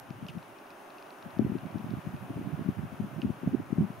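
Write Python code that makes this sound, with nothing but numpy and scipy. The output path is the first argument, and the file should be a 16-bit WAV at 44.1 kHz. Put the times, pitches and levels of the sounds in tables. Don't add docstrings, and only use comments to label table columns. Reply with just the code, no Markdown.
import sys
import numpy as np
from scipy import signal
from scipy.fft import rfft, irfft
from scipy.io import wavfile
from scipy.ndimage import uniform_filter1d

SR = 44100
rng = np.random.default_rng(int(sys.argv[2]) if len(sys.argv) > 2 else 0)


def level_to_linear(level):
    exponent = np.asarray(level, float) / 20
    return 10 ** exponent


def unload_wav(signal):
    wavfile.write(
        sys.argv[1],
        SR,
        np.round(np.clip(np.atleast_2d(signal).T, -1, 1) * 32767).astype(np.int16),
    )


N = 176400

# f/Hz, level/dB per Hz
AIR_COLOUR = [(40, -27), (120, -17), (280, 0.5), (700, -1), (1500, -7.5), (2050, -15.5), (2650, -15.5),
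              (4500, -31)]
# t/s, level/dB
AIR_LEVEL = [(0, -51), (1.2, -48.5), (2.2, -48), (4, -49)]
# f/Hz, level/dB
AIR_WIDTH = [(60, -3), (200, -11), (400, -11), (520, -2), (1300, 0), (2400, -1)]
# f/Hz, level/dB
AIR_BALANCE = [(200, -1), (700, -4), (1300, 2.5), (2400, 6), (6000, 1)]
# f/Hz, level/dB per Hz
HISS_COLOUR = [(500, 15), (4000, 3.5), (6500, 5), (9500, 5.5), (13000, 0.5), (15700, -18)]

# t/s, peak level/dB, low body against it/dB
LENS_TICKS = [(0.1035, -41, -1), (0.2239, -49, -2), (0.265, -42, 2), (0.383, -47, 5), (0.4265, -46, 2),
              (0.5848, -43.5, -5), (0.665, -49, -2), (0.703, -40.5, 0.5), (0.712, -52, -5),
              (0.9027, -45, 1), (0.9825, -42, 3.5), (0.998, -55, -3), (1.024, -45, 3), (1.0645, -51, -3),
              (1.104, -41, -5), (1.1847, -46, -2), (1.225, -44, 1), (1.3043, -48, 0), (1.386, -44, -4),
              (1.5843, -47.5, 5), (1.6606, -48, -2), (1.712, -52, -2), (1.7827, -43, -5),
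              (1.9038, -43, -11), (2.1632, -45, -2)]
# f/Hz, length/ms, level/dB
TICK_RINGS = [(2600, .9, -1), (3300, .4, -6), (3950, .5, -3), (4500, .45, -5), (5300, .45, -6)]

# t/s, peak level/dB, f/Hz, length/ms
LEFT_EDDIES = [(0.108, -27.5, 203, 7), (0.228, -31.5, 208, 13), (0.253, -36.5, 183, 19),
               (0.354, -31, 174, 11.5), (1.264, -34.5, 195, 20), (1.396, -10.5, 260, 7.6),
               (1.45, -30.5, 208, 20), (1.465, -18.5, 317, 4.1), (1.501, -25, 218, 18),
               (1.52, -20.5, 261, 4.3), (1.554, -21.5, 310, 8.3), (1.757, -20.5, 236, 6.8),
               (1.844, -27, 166, 9.1), (1.971, -26, 190, 5.8), (2.073, -23.5, 172, 11),
               (2.304, -29.5, 224, 9.2), (2.372, -23.5, 192, 3), (2.414, -27, 224, 4.9),
               (2.661, -25.5, 189, 10), (2.689, -16.5, 208, 10), (3.004, -23, 211, 18),
               (3.043, -28.5, 204, 19), (3.249, -20.5, 249, 17), (3.303, -16.5, 211, 5.7),
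               (3.434, -26, 280, 5.3), (3.597, -31.5, 183, 18), (3.729, -16.5, 216, 9.5),
               (3.784, -16, 205, 7.4), (3.806, -17.5, 170, 6.1), (3.84, -25, 198.6, 44)]
# t/s, peak level/dB, f/Hz, length/ms
RIGHT_EDDIES = [(0.236, -38, 204, 15), (0.3, -39.5, 140, 33), (0.375, -40, 131, 14), (1.421, -22, 248, 9.2),
                (1.449, -15.5, 170, 5), (1.654, -32, 192, 18), (1.868, -26.5, 199, 7.4),
                (1.914, -29.5, 203, 22), (1.938, -19.5, 181, 5.1), (1.985, -33.5, 170, 27),
                (2.148, -34.5, 168, 32), (2.307, -32.5, 297, 15.6), (2.38, -29.5, 177, 5.3),
                (2.474, -26, 188, 9.5), (2.537, -25, 151, 31), (2.593, -24.5, 240, 6.1),
                (2.612, -27, 202, 7.9), (2.702, -28, 204, 12), (2.72, -33.5, 151, 20),
                (2.791, -22, 167, 10.6), (2.838, -29.5, 168, 30), (3.021, -26.5, 150, 8.3),
                (3.058, -33.5, 200, 7), (3.192, -27.5, 212, 5.7), (3.256, -16.5, 202, 5.7),
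                (3.476, -12.5, 193, 7.6), (3.539, -17.5, 260, 9.8), (3.548, -12, 307, 7.2),
                (3.602, -26, 260, 10.5), (3.794, -23, 164, 38), (3.81, -19, 215, 18)]
# t/s, peak level/dB, f/Hz
LEFT_PUFFS = [(0.365, -33, 212), (0.378, -34, 186.0), (1.372, -32.0, 188.0), (1.409, -28, 197),
              (1.426, -27, 244), (1.537, -30.5, 246.0), (1.564, -28, 197), (1.634, -33.5, 182.0),
              (1.773, -32, 190), (1.799, -31, 214), (1.893, -32, 182.0), (2.144, -30, 168.0),
              (2.391, -30, 184), (2.602, -33, 164.0), (2.677, -32, 257), (2.83, -33, 250),
              (2.851, -31.5, 196.0), (2.93, -33.5, 167), (2.942, -36, 176), (3.234, -25, 268),
              (3.274, -30, 185.0), (3.444, -33, 271.0), (3.464, -26, 179), (3.476, -25.5, 202),
              (3.519, -35, 197.0), (3.528, -29, 215.0), (3.706, -29.5, 200), (3.758, -34.0, 220.0),
              (3.865, -33, 211), (3.904, -30.5, 215)]
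# t/s, peak level/dB, f/Hz
RIGHT_PUFFS = [(1.481, -32, 200), (1.496, -31, 145.0), (1.556, -33, 143.0), (1.667, -32.0, 192),
               (1.705, -35.0, 190.0), (2.089, -30.5, 138.0), (2.136, -38, 160.0), (2.227, -33, 192.0),
               (2.393, -28.5, 212.0), (2.407, -33, 202), (2.426, -36, 203.0), (2.46, -32.0, 166),
               (2.491, -33, 241.0), (2.576, -38, 196.0), (2.623, -31.5, 203.0), (2.77, -31.5, 170.0),
               (2.809, -40, 169.0), (3.115, -37, 197.0), (3.133, -37.0, 172.0), (3.163, -33, 168.0),
               (3.182, -27.5, 173), (3.203, -33, 170), (3.281, -31.5, 224.0), (3.445, -31, 213),
               (3.492, -31.0, 173.0), (3.573, -44, 154.0), (3.582, -37.0, 163.0), (3.615, -41, 161),
               (3.823, -20, 218), (3.841, -31, 177.0)]
# t/s, level/dB
GUST = [(0, -66), (.38, -57), (.43, -73), (.56, -71), (.6, -83), (1.2, -79.5), (1.36, -64), (1.8, -55),
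        (2.05, -59), (2.5, -52), (2.9, -60), (3.4, -58.5), (3.65, -58.5), (4, -60)]

# t/s, peak level/dB, length/ms, bright crack/dB, rattle after/dB
FINGER_CLICKS = [
    (0.2867, -39.5, 0.51, -6.5, -28),
    (3.2186, -36.5, 0.41, -21, -35),
]
# f/Hz, length/ms, level/dB
CLICK_RINGS = [(1900, .4, -12), (3700, .3, -11), (4700, 0.35, -13), (6000, 0.3, -16)]
# f/Hz, length/ms, level/dB
CRACK_RINGS = [(3300, .6, -4), (5000, .6, -1), (6600, .25, -8), (8900, .4, -7), (11000, .2, -14),
               (13300, .25, -8)]
# f/Hz, width/Hz, level/dB
RATTLE_MODES = [(2580, 490, 18), (4940, 2400, -33)]

# t/s, peak level/dB, f/Hz, port (0 left, 1 right)
SNAPS = [
    (1.394, -23, 560, 0),
    (3.476, -28, 600, 1),
    (3.778, -31, 600, 0),
]
# f/Hz, width/Hz, depth (0-1)
MOTOR_NOTCHES = [(472, 81, 1), (6590, 100, 0.4), (7400, 450, .92), (7680, 400, 0.85), (8500, 600, 0.55)]


def curve(table, x):
    at, value = np.transpose(table)
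    return np.interp(x, at, value)


def colour(x, table):
    hz = np.arange(N // 2 + 1) * SR / N + 1
    points_hz, points_db = np.array(table, float).T
    gain_db = np.interp(np.log(hz), np.log(points_hz), points_db)
    return irfft(rfft(x) * level_to_linear(gain_db), N)


def level(x, db):
    return x * level_to_linear(db) / np.sqrt(np.mean(x ** 2))


def band(x, hz, width_hz):
    return signal.lfilter(*signal.iirpeak(hz, hz / width_hz, fs=SR), x)


def walk(rate_hz):
    k = int(SR / rate_hz)
    steps = np.repeat(rng.standard_normal(N // k + 1), k)
    return 1.16 * uniform_filter1d(uniform_filter1d(steps, k), k)[:N]


def thumps(times, gains, hz, sigma_s, phase):
    offset = np.arange(-1300, 1300)
    t = offset / SR
    bell = np.exp(-.5 * (t / sigma_s[:, None]) ** 2)
    swing = gains[:, None] * bell * np.cos(2 * np.pi * hz[:, None] * t + phase[:, None])
    at = np.clip((times * SR).astype(int)[:, None] + offset, 0, N)
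    return np.bincount(at.ravel(), swing.ravel(), N + 1)[:N]


def ring(times, dbs, modes):
    out = np.zeros(N)
    for hz, ms, db in modes:
        detune, phase, stagger, uneven = rng.random((4, len(times)))
        start = times + ms * (stagger - .5) / 1000
        gain = level_to_linear(dbs + db + 5.3 * (uneven - 0.44))
        out += thumps(start, gain, hz * (0.97 + 0.08 * detune), ms / 1000 + 0 * times, 2 * np.pi * phase)
    return out


def air():
    swell_db, flicker_db = .35, .8
    mid, side = rng.standard_normal((2, N))
    mid = colour(mid, AIR_COLOUR)
    side = colour(colour(side, AIR_COLOUR), AIR_WIDTH)
    left = colour(mid + side, [(f, d / 2) for f, d in AIR_BALANCE])
    right = colour(mid - side, [(f, -d / 2) for f, d in AIR_BALANCE])

    spec = rfft(np.array([left, right]))
    hz = np.arange(N // 2 + 1) * SR / N + 1
    swell = walk(1.84)
    out = 0
    for k in range(20):
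        part = np.clip(1 - np.abs(2 * np.log2(hz / 25) - k), 0, 1)
        out = out + irfft(spec * part, N) * level_to_linear(swell_db * swell + flicker_db * walk(9))
    return level(out, 0) * level_to_linear(curve(AIR_LEVEL, np.arange(N) / SR))


def hiss():
    whistle = level_to_linear(-88) * np.sin(2 * np.pi * 15625 * np.arange(N) / SR)
    noise = level(colour(rng.standard_normal((2, N)), HISS_COLOUR), -65.5)
    return noise * level_to_linear(0.5 * walk(24.23)) + whistle


def lens_ticks():
    tick_db, left_db = -9, 3
    s, db, body_db = np.array(LENS_TICKS).T
    body = ring(s + 0.00226, db + body_db + tick_db, TICK_RINGS[:1])
    tick = ring(s + 0.0018, db + tick_db, TICK_RINGS[1:])
    return (body + tick) * level_to_linear(left_db * np.array([[.5], [-.5]]))


def big_eddies(s, db, hz, width_s):
    phase = 2 * np.pi * rng.random((3, len(s)))
    swing = thumps(s, level_to_linear(db + 3), hz, width_s, phase[0])
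    swell = thumps(s, level_to_linear(db - 9.5), 0.56 * hz, 1.4 * width_s, phase[1])
    edge = thumps(s, level_to_linear(db - 10), np.minimum(1.76 * hz, 402), 0.98 * width_s, phase[2])
    return swing + swell + edge


def small_eddies(s, db, width_s):
    per_s, gust_db, scatter_db = 170, 6, 10
    centre_hz, spread_oct, length_ms = 170, 0.53, 4.15
    wake_db, wake_follows, before_s, after_s = -20.5, 0.54, 0.011, 0.012
    count = per_s * N // SR
    jitter, length, phase = rng.random((3, count))
    scatter, tune = rng.standard_normal((2, count))
    t = (np.arange(count) + jitter) / per_s

    lag = t[:, None] - s
    wake = level_to_linear(wake_follows * db + wake_db) * np.exp(-np.abs(lag) / np.where(lag < 0, before_s, after_s))
    wake = wake * (1 - np.exp(-(lag / width_s / 2) ** 2))
    size = np.sqrt(level_to_linear(curve(GUST, t) + gust_db) ** 2 + (wake ** 2).sum(axis=1))
    size = size * level_to_linear(scatter_db * np.minimum(scatter, 1))
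    pitch = centre_hz * 2 ** (spread_oct * np.clip(tune, -1.2, 1.5))
    sigma_s = length_ms / 1000 * (0.52 + 0.8 * length) * centre_hz / pitch
    return thumps(t, size, pitch, sigma_s, 2 * np.pi * phase)


def port(eddies, puffs):
    puff_ms = 10.8
    s, db, hz, ms = np.array(eddies + [(*p, puff_ms) for p in puffs], float).T
    width_s = 0.25 * ms / 1000
    return big_eddies(s, db, hz, width_s) + small_eddies(s, db, width_s)


def rattle(times, dbs, ms):
    t = np.arange(N) / SR
    env = sum(level_to_linear(d) * np.exp(-.5 * ((t - s) * 1000 / ms) ** 2) for s, d in zip(times, dbs))
    scrape = env * np.sign(rng.standard_normal(N))
    return 4 * sum(level_to_linear(d) * band(scrape, hz, width_hz) for hz, width_hz, d in RATTLE_MODES)


def finger_clicks():
    body_hz, ring_width_hz, crack_lead_s, rattle_s = 2820, 260, 0.0018, 0.0098
    s, db, ms, crack_db, rattle_db = np.array(FINGER_CLICKS).T
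    crack = ring(s - crack_lead_s, db + crack_db, CRACK_RINGS)
    body = thumps(s, level_to_linear(db), body_hz + 0 * s, ms / 1000, 0 * s)
    body = body + band(body, body_hz, ring_width_hz) + ring(s, db, CLICK_RINGS)
    return crack + body + rattle(s + rattle_s, db + rattle_db, rattle_s * 700)


def snaps():
    s, db, hz, side = np.array(SNAPS, float).T
    sigma_s = 1.1 / 1000 + 0 * s
    phase = 2 * np.pi * rng.random(len(s))
    return np.array([thumps(s, level_to_linear(db) * (side == k), hz, sigma_s, phase) for k in range(2)])


def scene():
    wind = np.array([port(LEFT_EDDIES, LEFT_PUFFS), port(RIGHT_EDDIES, RIGHT_PUFFS)])
    return air() + hiss() + lens_ticks() + wind + finger_clicks() + snaps()


def low_pass(x):
    return signal.sosfilt(signal.butter(12, 15850, fs=SR, output="sos"), x)


def record(dry):
    x = dry + 0.2 * dry[::-1]
    x = signal.sosfilt(signal.butter(4, 86, "high", fs=SR, output="sos"), x)
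    x = x + level(colour(rng.standard_normal((2, N)), [(40, -4), (300, -43)]), -79)
    for hz, width_hz, depth in MOTOR_NOTCHES:
        x = x - depth * band(x, hz, width_hz)
    x = signal.sosfilt(signal.ellip(12, .3, 70, 15640, fs=SR, output="sos"), x)
    return low_pass(x)


dry = scene()
out = record(dry)
unload_wav(out)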